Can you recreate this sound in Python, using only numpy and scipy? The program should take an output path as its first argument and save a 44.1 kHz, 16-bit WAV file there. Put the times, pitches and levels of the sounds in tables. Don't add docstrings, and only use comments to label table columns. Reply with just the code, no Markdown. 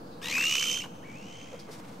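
import sys
import numpy as np
from scipy import signal
from scipy.fft import rfft, irfft
from scipy.io import wavfile
from scipy.ndimage import uniform_filter1d

SR = 44100
rng = np.random.default_rng(int(sys.argv[2]) if len(sys.argv) > 2 else 0)


def store_pcm(level_fs):
    pcm = np.round(np.clip(level_fs, -1, 1) * 32767).astype(np.int16)
    wavfile.write(sys.argv[1], SR, np.atleast_2d(pcm).T)


def convert_level_to_amplitude(level_db):
    exponent = np.asarray(level_db, float) / 20
    return 10 ** exponent


N = 88200
NOTCH_HZ = 10700


def unit(x):
    return x / np.sqrt(np.mean(x ** 2))


def band(x, hz, width):
    return signal.lfilter(*signal.iirpeak(hz, max(hz / width, .3), fs=SR), x)


def walk(rate):
    hold = int(SR / rate)
    steps = np.repeat(rng.standard_normal(N // hold + 1), hold)
    return unit(uniform_filter1d(uniform_filter1d(steps, hold), hold)[:N])


def throat_flaps(t, flap_at):
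    period_s, slowing_s, jitter_s = .01456, .0000154, .0005
    width_s, scatter_db = .0018, 1.3
    k = np.arange(-28, 22)
    late, strength = rng.standard_normal((2, len(k)))
    times = flap_at + period_s * k + slowing_s * k ** 2 + jitter_s * late
    pulses = np.exp(-.5 * ((t - times[:, None]) / width_s) ** 2)
    return (convert_level_to_amplitude(scatter_db * strength)[:, None] * pulses).sum(axis=0)


def whistle(hz, flap, second_db, upper_db):
    dip = flap ** 2 * (.16 + .11 * walk(1200))
    pitch = hz * (1 + .006 * walk(250) - dip)
    phase = 2 * np.pi * np.cumsum(pitch) / SR
    tone = 0
    for harmonic, db in [(1, 0), (2, second_db)]:
        tone = tone + convert_level_to_amplitude(db + 1.8 * walk(180)) * np.sin(harmonic * phase)
    for harmonic, db in [(3, 0), (4, -20), (5, -2.5)]:
        blur = 1.1 * walk(700)
        tone += convert_level_to_amplitude(upper_db + db) * np.sin(harmonic * phase + blur)
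    sub_hz = .44 * hz * (1 + .06 * walk(200))
    sub = np.sin(2 * np.pi * np.cumsum(sub_hz) / SR)
    return tone + convert_level_to_amplitude(-24 + 4.9 * walk(150)) * sub


# f/Hz, width/Hz, level/dB, steady breath between flaps/dB
THROAT_RESONANCES = [(1150, 260, -10, -12), (2533, 750, 0, -10.5), (3880, 2700, -13, -10),
                     (4885, 1080, -7.5, -9.5), (6300, 1700, -4, -16), (7990, 2250, -19.5, -3),
                     (12500, 3800, -23, -1.5), (14900, 440, -28, -1.5)]


def throat_rasp(since_start, flap):
    opening_s, closed_db_per_octave, breath_db = .13, -5, -1
    shut = closed_db_per_octave * np.clip(1 - since_start / opening_s, 0, 1)
    air = rng.standard_normal(N)
    rasp = np.zeros(N)
    for n, (hz, width, db, steady_db) in enumerate(THROAT_RESONANCES):
        puffs = air * (flap + convert_level_to_amplitude(breath_db + steady_db))
        ring = band(band(puffs, hz, 1.17 * width), hz, 1.22 * width)
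        closing_db = shut * np.log2(hz / 2650) * (hz < NOTCH_HZ)
        rasp += (-1) ** n * convert_level_to_amplitude(db + closing_db) * ring
    return rasp


def bird(t, curve, tune, flap_at):
    hz = np.interp(t, *np.array(tune).T)
    s, *levels, _ = np.array(curve).T
    whistle_db, second_db, upper_db, rasp_db = [np.interp(t, s, level) for level in levels]
    on = np.clip((t - s[0]) / 0.0087, 0, 1) * np.clip((s[-1] - t) / 0.015, 0, 1)
    flap = throat_flaps(t, flap_at)
    tone = np.sqrt(2) * convert_level_to_amplitude(whistle_db - 3 * flap) * whistle(hz, flap, second_db, upper_db)
    return on * (tone + 6 * convert_level_to_amplitude(rasp_db) * throat_rasp(t - s[0], flap))


def scatter(call, t, echoes, width):
    out = np.zeros((2, N))
    for delay, spread, decay, db, tilt in echoes:
        rise = np.exp(-.5 * (np.minimum(t - delay, 0) / spread) ** 2)
        shape = rise * np.exp(-np.maximum(t - delay, 0) / decay)
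        cloud = rng.standard_normal((3, N)) * shape
        cloud = (cloud[0] + width * cloud[1:]) / np.sqrt(np.sum(shape ** 2))
        bright = call - tilt * np.roll(call, 1)
        out += convert_level_to_amplitude(db) * signal.fftconvolve(cloud, bright[None], axes=1)[:, :N]
    return out


# t/s, whistle level/dB, second overtone/dB, upper overtones/dB, rasp/dB, left minus right/dB
NEAR_CALL = [
    (.214, -55, -15, -3, -48, 1.5),
    (.24, -48, 2, -5, -43.5, 3),
    (.312, -41.5, 0, -29, -39, 0),
    (.322, -34, -17, -33, -38.5, 3),
    (.37, -29.5, -23, -17.5, -40.5, -0.5),
    (.54, -33, -13, -28, -36, -4),
    (.72, -35, -3, -19, -39, -7.5),
    (.81, -41.5, -7, -18, -48.5, -6.5),
    (.86, -49, -39, -36, -54.5, 2),
]
# t/s, f/Hz
NEAR_PITCH = [(.214, 1600), (.24, 1840), (.316, 2100), (.326, 2430), (.46, 2820), (.58, 3040), (.802, 3150),
              (.812, 2690), (.84, 3050)]
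# delay t/s, spread t/s, decay t/s, level/dB, treble tilt (0-1)
RIPPLES = [(.002, .001, .008, -14, .5)]
# delay t/s, spread t/s, decay t/s, level/dB, treble tilt (0-1)
SHORE = [
    (.004, .003, .035, -10, .1),
    (0.058, .03, 0.26, -25, .1),
]


def near_bird(t):
    call = bird(t, NEAR_CALL, NEAR_PITCH, flap_at=.612)
    call = call - 0.37 * band(call, NOTCH_HZ, 1600)
    low = signal.sosfilt(signal.butter(2, 4200, fs=SR, output="sos"), call)
    high = signal.sosfilt(signal.butter(2, 4200, "high", fs=SR, output="sos"), call)
    curve = np.array(NEAR_CALL)
    pan_db = np.interp(t, curve[:, 0], curve[:, -1])
    low_pan = convert_level_to_amplitude(np.array([pan_db + 2.5, -pan_db - 2.5]) * .3)
    high_pan = convert_level_to_amplitude(np.array([pan_db, -pan_db]) / 2)
    direct = low * low_pan - high * high_pan
    return direct + scatter(high, t, RIPPLES, 2.86) + scatter(call, t, SHORE, 1.0)


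# t/s, whistle level/dB, second overtone/dB, upper overtones/dB, rasp/dB, left minus right/dB (unused)
FAR_CALL = [
    (1.019, -57, -5, -36, -70, 8),
    (1.06, -52, -26, -25, -62.5, -1),
    (1.14, -54.5, -29, -33, -59.5, 17),
    (1.22, -57, -7, -27, -61, 8),
    (1.33, -55, -9, -32, -56.5, 0),
    (1.43, -54, -4.5, -18, -58, 0),
    (1.5, -62, -14, -30, -56.5, -2.5),
    (1.69, -73, -13, -32, -71, 0),
]
# t/s, f/Hz
FAR_PITCH = [(1.022, 1400), (1.05, 2270), (1.13, 2320), (1.19, 2720), (1.3, 3060), (1.41, 3130),
             (1.5, 3220)]
# delay t/s, spread t/s, decay t/s, level/dB, treble tilt (0-1)
FAR_SMEAR = [(.01, .005, .07, -6, .1)]


def far_bird(t):
    air_loss = signal.butter(2, 8100, fs=SR, output="sos")
    far = signal.sosfilt(air_loss, bird(t, FAR_CALL, FAR_PITCH, flap_at=1.4))
    return far + scatter(far, t, FAR_SMEAR, 1.0)


def left_right(mid, side):
    return np.array([mid + side, mid - side])


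# t/s, level/dB, f/Hz, width/Hz, length t/s
HANDLING_TAPS = [
    (0.382, -42.5, 1060, 500, 0.016),
    (0.842, -44, 1150, 807, 0.0043),
    (0.86, -44, 990, 297, .004),
    (0.956, -54, 690, 600, .004),
    (1.545, -43, 511, 51, 0.015),
    (1.694, -45, 460, 79.5, 0.011),
    (1.734, -54, 2980, 2960, 0.0073),
    (1.8, -45, 455, 305, 0.0025),
    (1.849, -56.5, 2200, 2480, .005),
]


def handling_taps(t):
    out = np.zeros((2, N))
    for s, db, hz, width, length in HANDLING_TAPS:
        noise = unit(band(rng.standard_normal((2, N)), hz, width))
        mid, side = convert_level_to_amplitude(db) * np.exp(-.5 * ((t - s) / length) ** 2) * noise
        out += left_right(mid, 0.34 * side)
    return out


# t/s, level/dB, f/Hz, width/Hz, rise t/s
CLOTH_AND_LEAVES = [
    (1.72, -52.5, 4900, 3500, 0.01),
    (1.74, -53, 1010, 600, 0.039),
    (0.14, -65, 4000, 190, 0.022),
    (0.041, -67, 4600, 500, 0.097),
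    (0.27, -53, 940, 130, 0.023),
    (1.9, -60.5, 3300, 3300, 0.047),
    (0.22, -55, 495, 100, 0.048),
    (1.6, -54, 4700, 1400, 0.0054),
    (1.4, -61.5, 2120, 250, 0.097),
]


def rustles(t):
    out = np.zeros((2, N))
    for s, db, hz, width, rise in CLOTH_AND_LEAVES:
        fade = 5.5 * rise
        shape = np.exp(-.5 * (np.minimum(t - s, 0) / rise) ** 2 - np.maximum(t - s, 0) / fade)
        noise = unit(band(rng.standard_normal((2, N)), hz, width))
        mid, side = convert_level_to_amplitude(db + 2.1 * walk(60.05)) * shape * noise
        out += left_right(mid, 0.53 * side)
    return out


# f/Hz, width/Hz, level/dB
MOTOR_BANDS = [(500, 90, -68), (826, 130, -58), (1096, 40, -67)]


def camera_motor():
    side = np.zeros(N)
    for hz, width, db in MOTOR_BANDS:
        side += convert_level_to_amplitude(db + 1.5 * walk(11)) * unit(band(rng.standard_normal(N), hz, width))
    return left_right(0, side)


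def coloured(spectrum):
    octave = np.log2(np.maximum(np.arange(N // 2 + 1) * SR / N, 1))
    hz, db = np.array(spectrum).T
    whole = rfft(rng.standard_normal(N)) * convert_level_to_amplitude(np.interp(octave, np.log2(hz), db))
    swell = .6 * walk(0.92)
    out = np.zeros(N)
    for centre in np.arange(4, 14.6, .5):
        window = np.cos(np.pi * np.clip(octave - centre, -.5, .5)) ** 2
        out += convert_level_to_amplitude(swell + 0.69 * walk(9.32)) * irfft(whole * window, N)
    return unit(out)


# f/Hz, level/dB per Hz
HUM_MID = [(15, -60), (25, -61), (53, -19.5), (173, -1), (346, -6.5), (370, -17.5), (490, -5), (541, -13),
           (1300, -22), (1690, -26), (2860, -120)]
# f/Hz, level/dB per Hz
HUM_OPPOSITE = [(15, -85), (25, -48), (409, -7.5), (444, -24), (490, -2.5), (1010, -2), (1300, -13),
                (1690, -57), (2860, -120)]
# f/Hz, level/dB per Hz
HISS_SPECTRUM = [(760, 6), (1300, -6.5), (1940, -6), (2730, -7), (3320, -7), (5070, -11.5), (15300, -17)]


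def hum_and_hiss():
    mid = convert_level_to_amplitude(-47) * coloured(HUM_MID) + convert_level_to_amplitude(-60) * coloured(HISS_SPECTRUM)
    side = convert_level_to_amplitude(-56) * coloured(HUM_OPPOSITE) + convert_level_to_amplitude(-63) * coloured(HISS_SPECTRUM)
    return left_right(mid, side)


def scene():
    t = np.arange(N) / SR
    birds = near_bird(t) + far_bird(t)
    return birds + handling_taps(t) + rustles(t) + camera_motor() + hum_and_hiss()


def band_limit(x):
    return signal.sosfilt(signal.butter(12, 15820, fs=SR, output="sos"), x)


def record(dry):
    soft = signal.sosfilt(signal.cheby2(12, 45, 15350, fs=SR, output="sos"), dry)
    power = uniform_filter1d(dry[0] ** 2, size=2048)
    quiet = uniform_filter1d(1. * (power < convert_level_to_amplitude(2 * -41)), size=512)
    whine = quiet * convert_level_to_amplitude(-88) * np.sqrt(2) * np.sin(2 * np.pi * 15625 * np.arange(N) / SR)
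    return band_limit(soft + whine - .003)


dry = scene()
out = record(dry)
store_pcm(out)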